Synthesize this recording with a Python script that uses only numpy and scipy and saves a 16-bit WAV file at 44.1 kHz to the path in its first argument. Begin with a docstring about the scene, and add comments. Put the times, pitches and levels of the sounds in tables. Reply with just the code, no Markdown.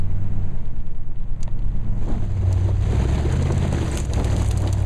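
"""Tyre spinning in deep snow

A V8 pickup is stuck; we hear it first from the cab, then leaning out over the wheel, on one small microphone.
Lines at multiples of the engine cycle make the exhaust burble; noise and sawtooth beats make the cab throb.
Noise and showers of tiny impacts make the tread churn snow and fling ice and grit.
Bursts of noise through panel and wheel-arch resonances make clods smack and lumps thud; a sleeve brushes by."""
import sys
import numpy as np
from scipy import signal
from scipy.fft import rfft, irfft, next_fast_len
from scipy.io import wavfile
from scipy.ndimage import uniform_filter1d, map_coordinates

SR = 44100
rng = np.random.default_rng(int(sys.argv[2]) if len(sys.argv) > 2 else 0)


def store_pcm(level_fs):
    """Save levels as 16-bit WAV."""
    pcm = np.round(np.clip(level_fs, -1, 1) * 32767).astype(np.int16)
    wavfile.write(sys.argv[1], SR, np.atleast_2d(pcm).T)


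N = 214145


def amp(db):
    """Decibels to gain."""
    return 10 ** (np.asarray(db) / 20)


def unit(x):
    """Scale to rms 1."""
    return x / np.sqrt(np.mean(x ** 2) + 1e-20)


def curves(rows):
    """One value per sample for each column after the time."""
    s, *cols = np.transpose(rows)
    return [np.interp(np.arange(N) / SR, s, c) for c in cols]


def ramp(span):
    """Rises from 0 to 1 between two times."""
    return np.interp(np.arange(N) / SR, span, [0, 1])


def swells(rows):
    """Bell-shaped rises in dB, one per row."""
    t = np.arange(N) / SR
    return sum(db * np.exp(-((t - s) / half) ** 2) for s, half, db in rows)


def wobble(rate):
    """A smooth random curve, rate knots a second."""
    knots = rng.standard_normal(int(N * rate / SR) + 4)
    return map_coordinates(knots, [np.arange(N) * rate / SR])


def filtered(x, response):
    """x times a response of frequency."""
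    m = next_fast_len(len(x) + 8192)
    return irfft(rfft(x, m) * response(np.fft.rfftfreq(m, 1 / SR)), m)[:len(x)]


def resonances(f, rows):
    """Sum of resonances of alternating sign, one per row: pitch_hz, width_hz, level_db."""
    total = 0
    for k, (hz, width, db) in enumerate(rows):
        total = total + (-1) ** k * amp(db) * 1j * f * width / (hz * hz - f * f + 1j * f * width)
    return total


def colour(x, points):
    """Causal filter of unit power that follows (Hz, dB) points and falls off above the last."""
    size = 16384
    hz, db = np.transpose(list(points) + [(2 * points[-1][0], -120)])
    gain = amp(np.interp(np.log(np.fft.rfftfreq(size, 1 / SR) + 1), np.log(hz), db))
    # folding the cepstrum gives minimum phase
    cepstrum = irfft(np.log(gain))
    fold = np.r_[1, np.full(size // 2 - 1, 2), 1, np.zeros(size // 2 - 1)]
    ring = irfft(np.exp(rfft(cepstrum * fold)))
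    return signal.fftconvolve(x, ring / np.linalg.norm(ring))[:len(x)]


def grains(rate, spread_db):
    """Random tiny impacts of rms 1, rate a second, with scattered sizes."""
    struck = rng.random(N) < rate / SR
    size = amp(spread_db * np.clip(rng.standard_normal(N), -2, 2))
    return unit(struck * size * rng.choice([-1, 1], N))


def chips(lo_hz, hi_hz, cycles, spread_db, count):
    """Fragments that each ring briefly at their own pitch, many small; as strong in their band as white noise."""
    s, pitch, size, side = rng.random((count, 4)).T[:, :, None]
    hz = lo_hz + (hi_hz - lo_hz) * pitch
    t = np.arange(int(cycles / lo_hz * SR)) / SR
    decay = amp(spread_db * size ** 3 - 60 * hz * t / cycles)
    ring = np.sign(side - .5) * np.sqrt(hz) * decay * np.sin(2 * np.pi * hz * t)
    at = (s * N).astype(int) + np.arange(len(t))
    return unit(np.bincount(at.ravel(), ring.ravel(), N)[:N]) * np.sqrt(2 * abs(hi_hz - lo_hz) / SR)


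def add(track, s, sound):
    """Mix a sound into the track at s seconds."""
    part = track[round(s * SR):][:len(sound)]
    part += sound[:len(part)]


# engine speed: start_s, cycle_rate_hz
ENGINE_SPEED = [(0, 18.3), (.22, 19.3), (.35, 19.25), (.46, 18.1), (.58, 16.15), (.7, 14.9), (.92, 13.5),
                (1.6, 13.2), (2.08, 13.27), (2.5, 11.52), (2.62, 11.57), (2.98, 12.85), (3.22, 14.65),
                (3.45, 16.85), (3.58, 17.08), (3.72, 16.75), (3.82, 15.35), (3.96, 13.9), (4.15, 12.9),
                (4.86, 11.85)]
# throttle, as engine load: start_s, load_db
THROTTLE = [(.45, 2.5), (.9, -8.5), (1.5, -1), (2.0, 2.5), (2.8, -.5), (3.05, 1.5), (3.25, 1), (3.7, -1.5),
            (4.05, -4.5), (4.3, -1), (4.86, 0)]
# weaker exhaust lines: cycle_multiple, level_db (before their common weak level)
WEAK_LINES = [(3, -12), (4, -19), (6, -15), (7, -13), (9, -21), (11, -18), (13, -20), (14, -26),
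              (15, -23.5)]
# strength of a line at its pitch, beside the truck and inside the cab: pitch_hz, level_db
PIPE_BESIDE = [(56, -29), (65, -21), (73, -24), (84, -22.5), (92, -19.5), (100, -23), (110, -32.5),
               (130, -23.5), (170, -33.5)]
PIPE_FROM_CAB = [(62, -44.5), (67, -44.5), (76, -46), (94, -29), (106, -34), (113, -34.5), (135, -35.5),
                 (155, -41.5), (190, -38.5)]


def exhaust(revs, load_db, outside, octave_db=-5, weak_db=-22, weak_in_cab_db=-13):
    """Eight firings a cycle; the uneven order of each bank adds a strong fifth line, its octave and weaker lines."""
    turn = np.cumsum(revs) / SR

    def line(order, waver_db):
        phase = 2 * np.pi * (order * turn + rng.random()) + .09 * wobble(25)
        return np.sqrt(2) * np.sin(phase) * amp(waver_db * wobble(14))

    def level(order):
        # a strong line swells as the revs carry it through the resonances of the pipe and the cab
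        beside_db = np.interp(order * revs, *np.transpose(PIPE_BESIDE))
        from_cab_db = np.interp(order * revs, *np.transpose(PIPE_FROM_CAB))
        return amp(load_db + outside * beside_db + (1 - outside) * from_cab_db)

    burble = level(order=5) * line(5, waver_db=.8)
    firing = level(order=8) * line(8, waver_db=.8)
    octave = amp(octave_db) * level(order=10) * line(10, waver_db=.8)
    weak = sum(amp(db) * line(round(multiple), waver_db=3.5) for multiple, db in WEAK_LINES)
    return burble + firing + octave + amp(weak_db + weak_in_cab_db * (1 - outside)) * weak


# pace of the throb in the cab: start_s, beat_rate_hz
BEAT_PACE = [(0, 9.15), (.55, 9.05), (.72, 9.8), (1.05, 9.8), (1.18, 8.87), (1.4, 8.87), (1.6, 8.47),
             (2.0, 8.5), (2.15, 10)]
FIRST_BEAT_S = 0.03


def count_beats():
    """Running count of the cab's beats, whole at each beat."""
    pace, = curves(BEAT_PACE)
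    return np.cumsum(pace) / SR - FIRST_BEAT_S * pace[0]


# lines of the throb: beat_multiple, smooth_level_db, shudder_level_db
THROB_LINES = [(1, -17, -20.5), (2, -27.5, -22), (3, -50, -36), (4, -46, -40), (5, -50, -42.5),
               (6, -48, -43.5)]
# the smooth throb hardens to a shudder: start_s, end_s
HARDENING_S = (0.97, 1.27)
THROB_OUTSIDE_DB = -15  # against inside


def cab_throb(beats, outside):
    """Air in the shaking cab throbs in sawtooth beats, a sum of harmonics of the beat."""
    shudder = ramp(HARDENING_S)
    throb = 0
    for k, smooth_db, hard_db in THROB_LINES:
        gain = amp(smooth_db + (hard_db - smooth_db) * shudder)
        throb = throb + gain * np.sin(2 * np.pi * round(k) * beats)
    return amp(THROB_OUTSIDE_DB * outside) * np.sqrt(2) * throb


# spectrum of the microphone's crackle: pitch_hz, level_db
CRACKLE_SPECTRUM = [(200, -5), (700, 5), (3000, -14), (5000, -23), (12000, -24)]
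CRACKLE_DB = -58


def overload_crackle(beats, outside, lead=0.16):
    """In the cab the small microphone crackles as it overloads on each beat of the throb: gated grains."""
    gate = np.exp(-(((beats + lead + .5) % 1 - .5) / .08) ** 2)
    crackle = unit(amp(1.5 * wobble(8)) * colour(grains(rate=1800, spread_db=3), CRACKLE_SPECTRUM))
    return amp(CRACKLE_DB) * (1 - outside) * gate * crackle


def lugging(revs, outside):
    """How far the engine lugs at low revs, as felt in the cab, 0 to 1."""
    return (1 - outside) * (revs.max() - revs) / np.ptp(revs)


# spectrum of the low rumble: pitch_hz, level_db
RUMBLE_SPECTRUM = [(10, -29), (22, -7), (36, 9), (55, -5), (85, -6), (130, -15.5), (220, -38)]
# base level and rise when lugging (dB), then dB per dB of load
RUMBLE_DB, RUMBLE_LUG_DB, RUMBLE_PER_LOAD = -31.5, 8, 0.92
# the harder the tyre bites, the more it shakes the truck (dB per dB); outside against inside (dB)
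RUMBLE_PER_BITE, RUMBLE_OUTSIDE_DB = 0.14, -0.5


def cab_rumble(revs, load_db, bite_db, beats, outside, pump_db=0.5):
    """Low noise that pumps with the beats inside the cab and grows as the engine lugs."""
    level_db = RUMBLE_DB + RUMBLE_LUG_DB * lugging(revs, outside) + RUMBLE_PER_LOAD * load_db
    level_db = level_db + RUMBLE_PER_BITE * bite_db + RUMBLE_OUTSIDE_DB * outside
    pump = amp(pump_db * (1 - outside) * np.cos(2 * np.pi * beats))
    return amp(level_db) * unit(colour(rng.standard_normal(N) * pump, RUMBLE_SPECTRUM))


# spectrum of the body drone: pitch_hz, level_db
DRONE_SPECTRUM = [(50, -20), (100, -15), (140, -10), (175, 2.5), (220, -4), (320, -18), (800, -47.5)]
# base level and rise when lugging (dB), then dB per dB of load and of bite
DRONE_DB, DRONE_LUG_DB, DRONE_PER_LOAD, DRONE_PER_BITE = -34.5, 11, 0.4, 0.92
DRONE_PER_SLAB = 0.35  # a dragged slab also booms through the body (dB per dB of swell)


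def body_drone(revs, load_db, bite_db, outside):
    """The body drones: noise that pulses in step with the firings."""
    level_db = DRONE_DB + DRONE_LUG_DB * lugging(revs, outside) + DRONE_PER_LOAD * load_db
    level_db = level_db + DRONE_PER_BITE * bite_db + DRONE_PER_SLAB * swells(DRAGGED_SLABS)
    firing = 1 + .45 * np.cos(2 * np.pi * 8 * np.cumsum(revs) / SR)
    return amp(level_db) * unit(colour(rng.standard_normal(N) * firing, DRONE_SPECTRUM))


# spectrum of the fan and intake: pitch_hz, level_db
FAN_SPECTRUM = [(500, 0.5), (1000, 5.5), (1400, -5), (2100, -5.5), (3200, -17), (4500, -22), (7000, -18),
                (12000, -25)]
FAN_DB, FAN_PER_LOAD = -60, 0.68  # base level (dB), dB per dB of load


def fan_and_intake(load_db):
    """The engine's fan and intake add a fine, even rush that follows the throttle."""
    return amp(FAN_DB + FAN_PER_LOAD * load_db) * unit(colour(rng.standard_normal(N), FAN_SPECTRUM))


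# how hard the tread digs in: start_s, bite_db (against a full bite)
TREAD_BITE = [(0, -13), (.45, -10), (.75, -17), (1.1, -19.5), (1.9, -12.5), (2.15, -10), (2.33, -12),
              (2.5, -8), (2.79, -8), (2.87, -1), (3.5, 0.5), (3.99, 0.5), (4.07, -8.5), (4.2, 0),
              (4.42, -0.5), (4.54, -5.5), (4.86, -6)]
# slabs of snow dragged under the tread: centre_s, half_length_s, swell_db
DRAGGED_SLABS = [(2.5, 0.08, 3), (2.69, 0.025, 6.5), (3.52, 0.028, 3.5), (4.205, 0.042, 6),
                 (4.64, 0.047, 7), (4.83, 0.038, 5.5)]
# spectrum of the churned snow: pitch_hz, level_db
CHURN_SPECTRUM = [(120, -22), (220, -3.5), (270, -3.5), (340, 0), (400, -6), (450, -4.5), (510, -8.5),
                  (640, -7.5), (980, -15), (1250, -24), (2000, -29.5)]
# level at a full bite (dB), dB per dB of bite, change in the cab (dB)
CHURN_DB, CHURN_PER_BITE, CHURN_IN_CAB_DB = -33, 0.9, -1


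def snow_churn(bite_db, clumps, outside, chunks_db=-2):
    """Tread blocks tear the snow in clumps: small grains, and larger ringing chunks heard outside."""
    level_db = CHURN_DB + CHURN_PER_BITE * bite_db + CHURN_IN_CAB_DB * (1 - outside) + swells(DRAGGED_SLABS)
    chunks = amp(chunks_db) * chips(lo_hz=265, hi_hz=1386, cycles=11.0, spread_db=8, count=1500)
    tearing = amp(outside * (1.5 * clumps + 1.5 * wobble(130)))
    torn = (grains(rate=9000, spread_db=3) + outside * chunks) * tearing
    return amp(level_db) * unit(colour(torn, CHURN_SPECTRUM))


# spectra of coarse spray, fine ice and brightest powder, and the cab's dulling: pitch_hz, level_db
SPRAY_SPECTRUM = [(400, -46.5), (900, 8), (1400, 3.5), (2000, 4), (2800, 0), (4200, -2.5), (5500, -16.5),
                  (8000, -24.5)]
ICE_SPECTRUM = [(2000, -5.5), (4000, -9.5), (6000, 0), (7300, -3.5), (9000, -11.5), (11000, -16.5),
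                (13000, -17.5), (15000, -34.5)]
POWDER_SPECTRUM = [(5000, -5), (8500, 12.5), (10500, -12.5), (13000, -19), (15000, -29)]
CAB_MUFFLE = [(1500, -2.5), (2500, -2), (4500, -5), (9000, -31)]
# patches of ice and grit ripped loose: centre_s, half_length_s, swell_db
ICE_SHOWERS = [(3.98, 0.069, 6), (4.42, 0.075, 3.5)]
# the tread wears through the snow to the dirt: start_s, end_s
REACHES_DIRT_S = (3.77, 3.79)
SPRAY_DB = -42.5  # at a full bite
# level at a full bite (dB), dB per dB of bite, changes in the cab and on dirt (dB)
ICE_DB, ICE_PER_BITE, ICE_IN_CAB_DB, ICE_ON_DIRT_DB = -47, 1, -7, 2.5
ICE_TOP_REVS_DB = -0.5  # further change in the cab at top revs


def spray_and_ice(revs, bite_db, clumps, outside, powder_db=-10.0, powder_growth=2.2, window_db=-13,
                  clump_db=1.66, flutter_db=1.34):
    """The tread throws off showers of noise and ringing fragments, louder the harder it bites."""
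    fast = (revs - revs.min()) / np.ptp(revs)
    shelter_db = (1 - outside) * (ICE_IN_CAB_DB + ICE_TOP_REVS_DB * fast)
    ice_db = ICE_DB + ICE_PER_BITE * bite_db + shelter_db
    ice_db = ice_db + ICE_ON_DIRT_DB * ramp(REACHES_DIRT_S) + swells(ICE_SHOWERS)
    pellets = .9 * chips(lo_hz=1200, hi_hz=5200, cycles=17, spread_db=12, count=4500)
    splinters = .8 * chips(lo_hz=4000, hi_hz=14000, cycles=20, spread_db=11, count=9000)
    # coarse grit and fine ice leave the tread in the same short bursts
    bursts = amp(outside * (clump_db * clumps + flutter_db * wobble(260)))

    def shower(spectrum, pieces):
        return unit(colour((rng.standard_normal(N) + outside * pieces) * bursts, spectrum))

    spray = shower(SPRAY_SPECTRUM, pellets)
    # the cab dulls the spray, but for what comes through the open window
    direct = np.clip(outside + amp(window_db) * (1 - outside), 0, 1)
    spray = direct * spray + (1 - direct) * unit(colour(spray, CAB_MUFFLE))
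    ice = amp(ice_db) * shower(ICE_SPECTRUM, splinters)
    # the hardest throws shatter the ice to a brighter powder
    loudest_db = ice_db.max()
    powder_level = amp(loudest_db + powder_db + powder_growth * (ice_db - loudest_db))
    return amp(SPRAY_DB + bite_db) * spray + ice + powder_level * shower(POWDER_SPECTRUM, 0)


GRIT_DB, GRIT_ON_DIRT_DB = -62, 13  # level at a full bite, rise once the dirt is reached


def grit_patter(bite_db, outside, grit_per_bite=0.83, in_cab_db=-66):
    """Bits of grit tick on panels, each at its own pitch; inside the cab only a faint, dull patter remains."""
    ticks = chips(lo_hz=1800, hi_hz=11000, cycles=10, spread_db=18, count=1000)
    # the patter follows the bite smoothed over a quarter second, so it bridges the lulls
    smoothed_bite_db = uniform_filter1d(bite_db, SR // 4)
    grit_db = GRIT_DB + grit_per_bite * smoothed_bite_db + GRIT_ON_DIRT_DB * ramp(REACHES_DIRT_S)
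    dull = chips(lo_hz=900, hi_hz=3800, cycles=5, spread_db=9, count=350)
    return outside * amp(grit_db) * unit(ticks) + (1 - outside) * amp(in_cab_db) * unit(dull)


# clods and stones on the bodywork: start_s, level_db (before the common trim), pitch_hz, spread_octaves, t60_s
BODY_CLODS = [(1.4078, -31, 9000, 1.6, .004), (1.4303, -22.5, 5650, 0.42, 0.014),
              (1.431, -33.5, 2000, 0.91, 0.021), (1.5912, -40, 3630, 0.66, 0.013),
              (1.685, -40, 4620, 0.83, 0.0088), (2.0893, -34, 7000, 0.89, 0.0043),
              (2.5273, -17.5, 5500, 0.49, 0.01), (3.1553, -26.5, 3550, 0.71, 0.021),
              (3.3249, -27.5, 6750, 0.45, 0.026), (3.365, -33, 7660, 0.22, 0.021),
              (3.425, -24.5, 5900, 0.42, 0.028), (3.5213, -21, 6140, 0.35, 0.023),
              (3.579, -24, 7340, 0.25, 0.016), (3.6776, -33, 8550, 0.48, 0.012),
              (3.727, -24, 6200, 0.48, 0.015), (3.887, -28, 8100, 1, 0.0079),
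              (3.9143, -26.5, 8000, 0.12, 0.025), (3.955, -22, 7000, 0.31, 0.013),
              (3.974, -13, 4850, 1.6, 0.014), (3.9824, -25, 7500, 0.45, 0.017),
              (4.001, -17.5, 7300, 0.18, 0.024), (4.014, -35, 6100, 0.51, .02),
              (4.049, -23.5, 6260, 0.22, 0.02), (4.135, -17, 5100, 0.89, 0.018),
              (4.198, -20, 3000, 1, 0.011), (4.2448, -21.5, 5500, 0.73, 0.035),
              (4.3647, -22, 5240, 0.81, 0.019), (4.399, -24, 3570, 0.69, 0.017),
              (4.422, -23, 9250, 1.2, .008), (4.462, -24, 5930, 0.84, 0.011),
              (4.477, -25, 7850, 0.27, 0.0087), (4.4868, -21, 8400, 0.39, 0.0071),
              (4.5113, -18.5, 5850, 1.0, 0.03), (4.5744, -22, 6860, 0.59, 0.033),
              (4.62, -25.5, 6800, 0.7, 0.015), (4.674, -21.5, 3720, 0.68, 0.027),
              (4.7282, -12.5, 6640, 0.42, 0.0061), (4.733, -22.5, 6760, 1, 0.0096),
              (4.7822, -29.5, 6950, 0.3, 0.0087)]


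def clods(crumble_t60=0.05, crumble_db=-21, grit_db=3, skirt_db=-24, crack=0.48, trim_db=-8.5):
    """Each clod smacks a different spot of the panels with a sharp crack and sheds a short trail of crumbs."""
    smacks = np.zeros(N)
    t = np.arange(SR // 10) / SR
    bands = np.geomspace(250, 15000, 32)
    for s, db, hz, octaves, t60 in BODY_CLODS:
        shape = amp(-60 * t / t60) + amp(crumble_db - 60 * t / crumble_t60)
        pieces = np.interp(t, np.linspace(0, t[-1], 120), rng.standard_normal(120))
        broken = unit(shape * amp(grit_db * pieces) * rng.standard_normal(len(t)))
        smack = broken * np.sqrt(np.mean(shape ** 2))
        smack[0] += crack * np.linalg.norm(smack)
        power = (np.exp(-(np.log2(bands / hz) / octaves) ** 2) + amp(skirt_db) ** 2) / bands
        panel_db = 10 * np.log10(power / power.max()) + rng.standard_normal(len(bands))
        add(smacks, s, amp(db + trim_db) * colour(smack, list(zip(bands, panel_db))))
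    return smacks


# resonances of the door trim: pitch_hz, width_hz, level_db
DOOR_TRIM = [(590, 57, 1), (946, 54, 2.5), (1336, 90, -14), (1860, 130, -13.5), (2630, 140, -18.5),
             (3900, 500, -24)]
KNOCK_S, KNOCK_DB = 1.4785, -27.5  # start, peak


def door_knock(contact_t60=0.011, tail_db=-24, tail_t60=0.1):
    """Something knocks once on the door trim: a click and decaying noise ring its resonances."""
    track = np.zeros(N)
    t = np.arange(SR // 8) / SR
    decay = amp(-60 * t / contact_t60) + amp(tail_db - 60 * t / tail_t60)
    contact = decay * rng.standard_normal(len(t))
    click = 2 * (t == 0)
    knock = filtered(contact / np.linalg.norm(contact) + click, lambda f: resonances(f, DOOR_TRIM))
    add(track, KNOCK_S, amp(KNOCK_DB) * knock / np.abs(knock).max())
    return track


# spectrum of a sleeve on the window frame: pitch_hz, level_db
SLEEVE = [(150, -9.5), (228, 9), (275, -6.5), (345, 0.5), (480, -10.5), (900, -14.5), (1300, -24.5),
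          (2000, -36.5)]
BRUSH_S, BRUSH_DB, BRUSH_RISE_S, BRUSH_FALL_S = 2.117, -27.5, .045, .048  # centre, level, half lengths


def sleeve_brush():
    """A sleeve brushes over the window frame: coloured noise that swells and fades."""
    since = np.arange(N) / SR - BRUSH_S
    swell = 1 / (1 + (since / np.where(since < 0, BRUSH_RISE_S, BRUSH_FALL_S)) ** 4)
    return amp(BRUSH_DB) * swell * unit(colour(rng.standard_normal(N), SLEEVE))


# heavy lumps of snow on the truck: start_s, level_db (before trim and softening), hardness_db
SNOW_LUMPS = [(2.929, -13, -18), (3.05, -14, -23), (3.247, -11.5, -32), (3.501, -10, -15)]
# resonances of the hollow wheel arch: pitch_hz, width_hz, level_db (before the tilt for hardness)
WHEEL_ARCH = [(207, 21, 2), (342, 57, 8.5), (473, 290, -1), (610, 98, 0.5), (920, 300, -18)]


def lumps(t60=0.031, attack=0.001, trim_db=-5.0):
    """Packed snow thuds into the hollow of the wheel arch; harder lumps wake its higher resonances."""
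    thuds = np.zeros(N)
    t = np.arange(SR // 8) / SR
    for s, db, hard_db in SNOW_LUMPS:
        tilt = (hard_db + 16.0) / 2  # dB per octave about 450 Hz
        arch = [(hz, width, level + tilt * np.log2(hz / 450)) for hz, width, level in WHEEL_ARCH]
        blow = amp(-60 * t / t60) * (1 - np.exp(-t / attack)) * rng.standard_normal(len(t))
        thud = filtered(blow, lambda f: resonances(f, arch))
        add(thuds, s, amp(db + trim_db) * thud / np.abs(thud).max())
    # soft snow leaves no sharp edge on the blow
    return filtered(thuds, lambda f: 1 / (1 + (f / 2800) ** 4))


# the microphone leans out and bends down towards the wheel and the exhaust: start_s, end_s
LEANING_S = (2.18, 2.464)
# the tyre comes clear through the window: start_s, end_s
THROUGH_WINDOW_S = (1.89, 2.044)


def scene():
    """Engine, cab and tyre at one microphone, alike in both channels."""
    revs, load_db, bite_db = curves(ENGINE_SPEED)[0], curves(THROTTLE)[0], curves(TREAD_BITE)[0]
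    leaning, at_window = ramp(LEANING_S), ramp(THROUGH_WINDOW_S)
    beats, clumps = count_beats(), wobble(45)
    engine = exhaust(revs, load_db, leaning) + fan_and_intake(load_db)
    cab = cab_throb(beats, leaning) + overload_crackle(beats, leaning)
    cab += cab_rumble(revs, load_db, bite_db, beats, leaning) + body_drone(revs, load_db, bite_db, leaning)
    tyre = snow_churn(bite_db, clumps, at_window) + spray_and_ice(revs, bite_db, clumps, at_window)
    debris = grit_patter(bite_db, leaning) + clods() + lumps()
    mono = engine + cab + tyre + debris + door_knock() + sleeve_brush()
    return np.array([mono, mono])


NOTCH_HZ, TOP_HZ = 5445, 15100


def record(dry, notch_width_hz=800):
    """The small microphone has a deep notch in its treble, a soft top end and a steep band limit."""
    def response(f):
        off_notch = NOTCH_HZ ** 2 - f * f
        notch = off_notch / (off_notch + 1j * f * notch_width_hz)
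        top_end = (f < TOP_HZ) / np.sqrt(1 + (f / 11300) ** 12)
        return notch ** 2 * top_end

    return np.array([filtered(x, response) for x in dry])


dry = scene()
out = record(dry)
store_pcm(out)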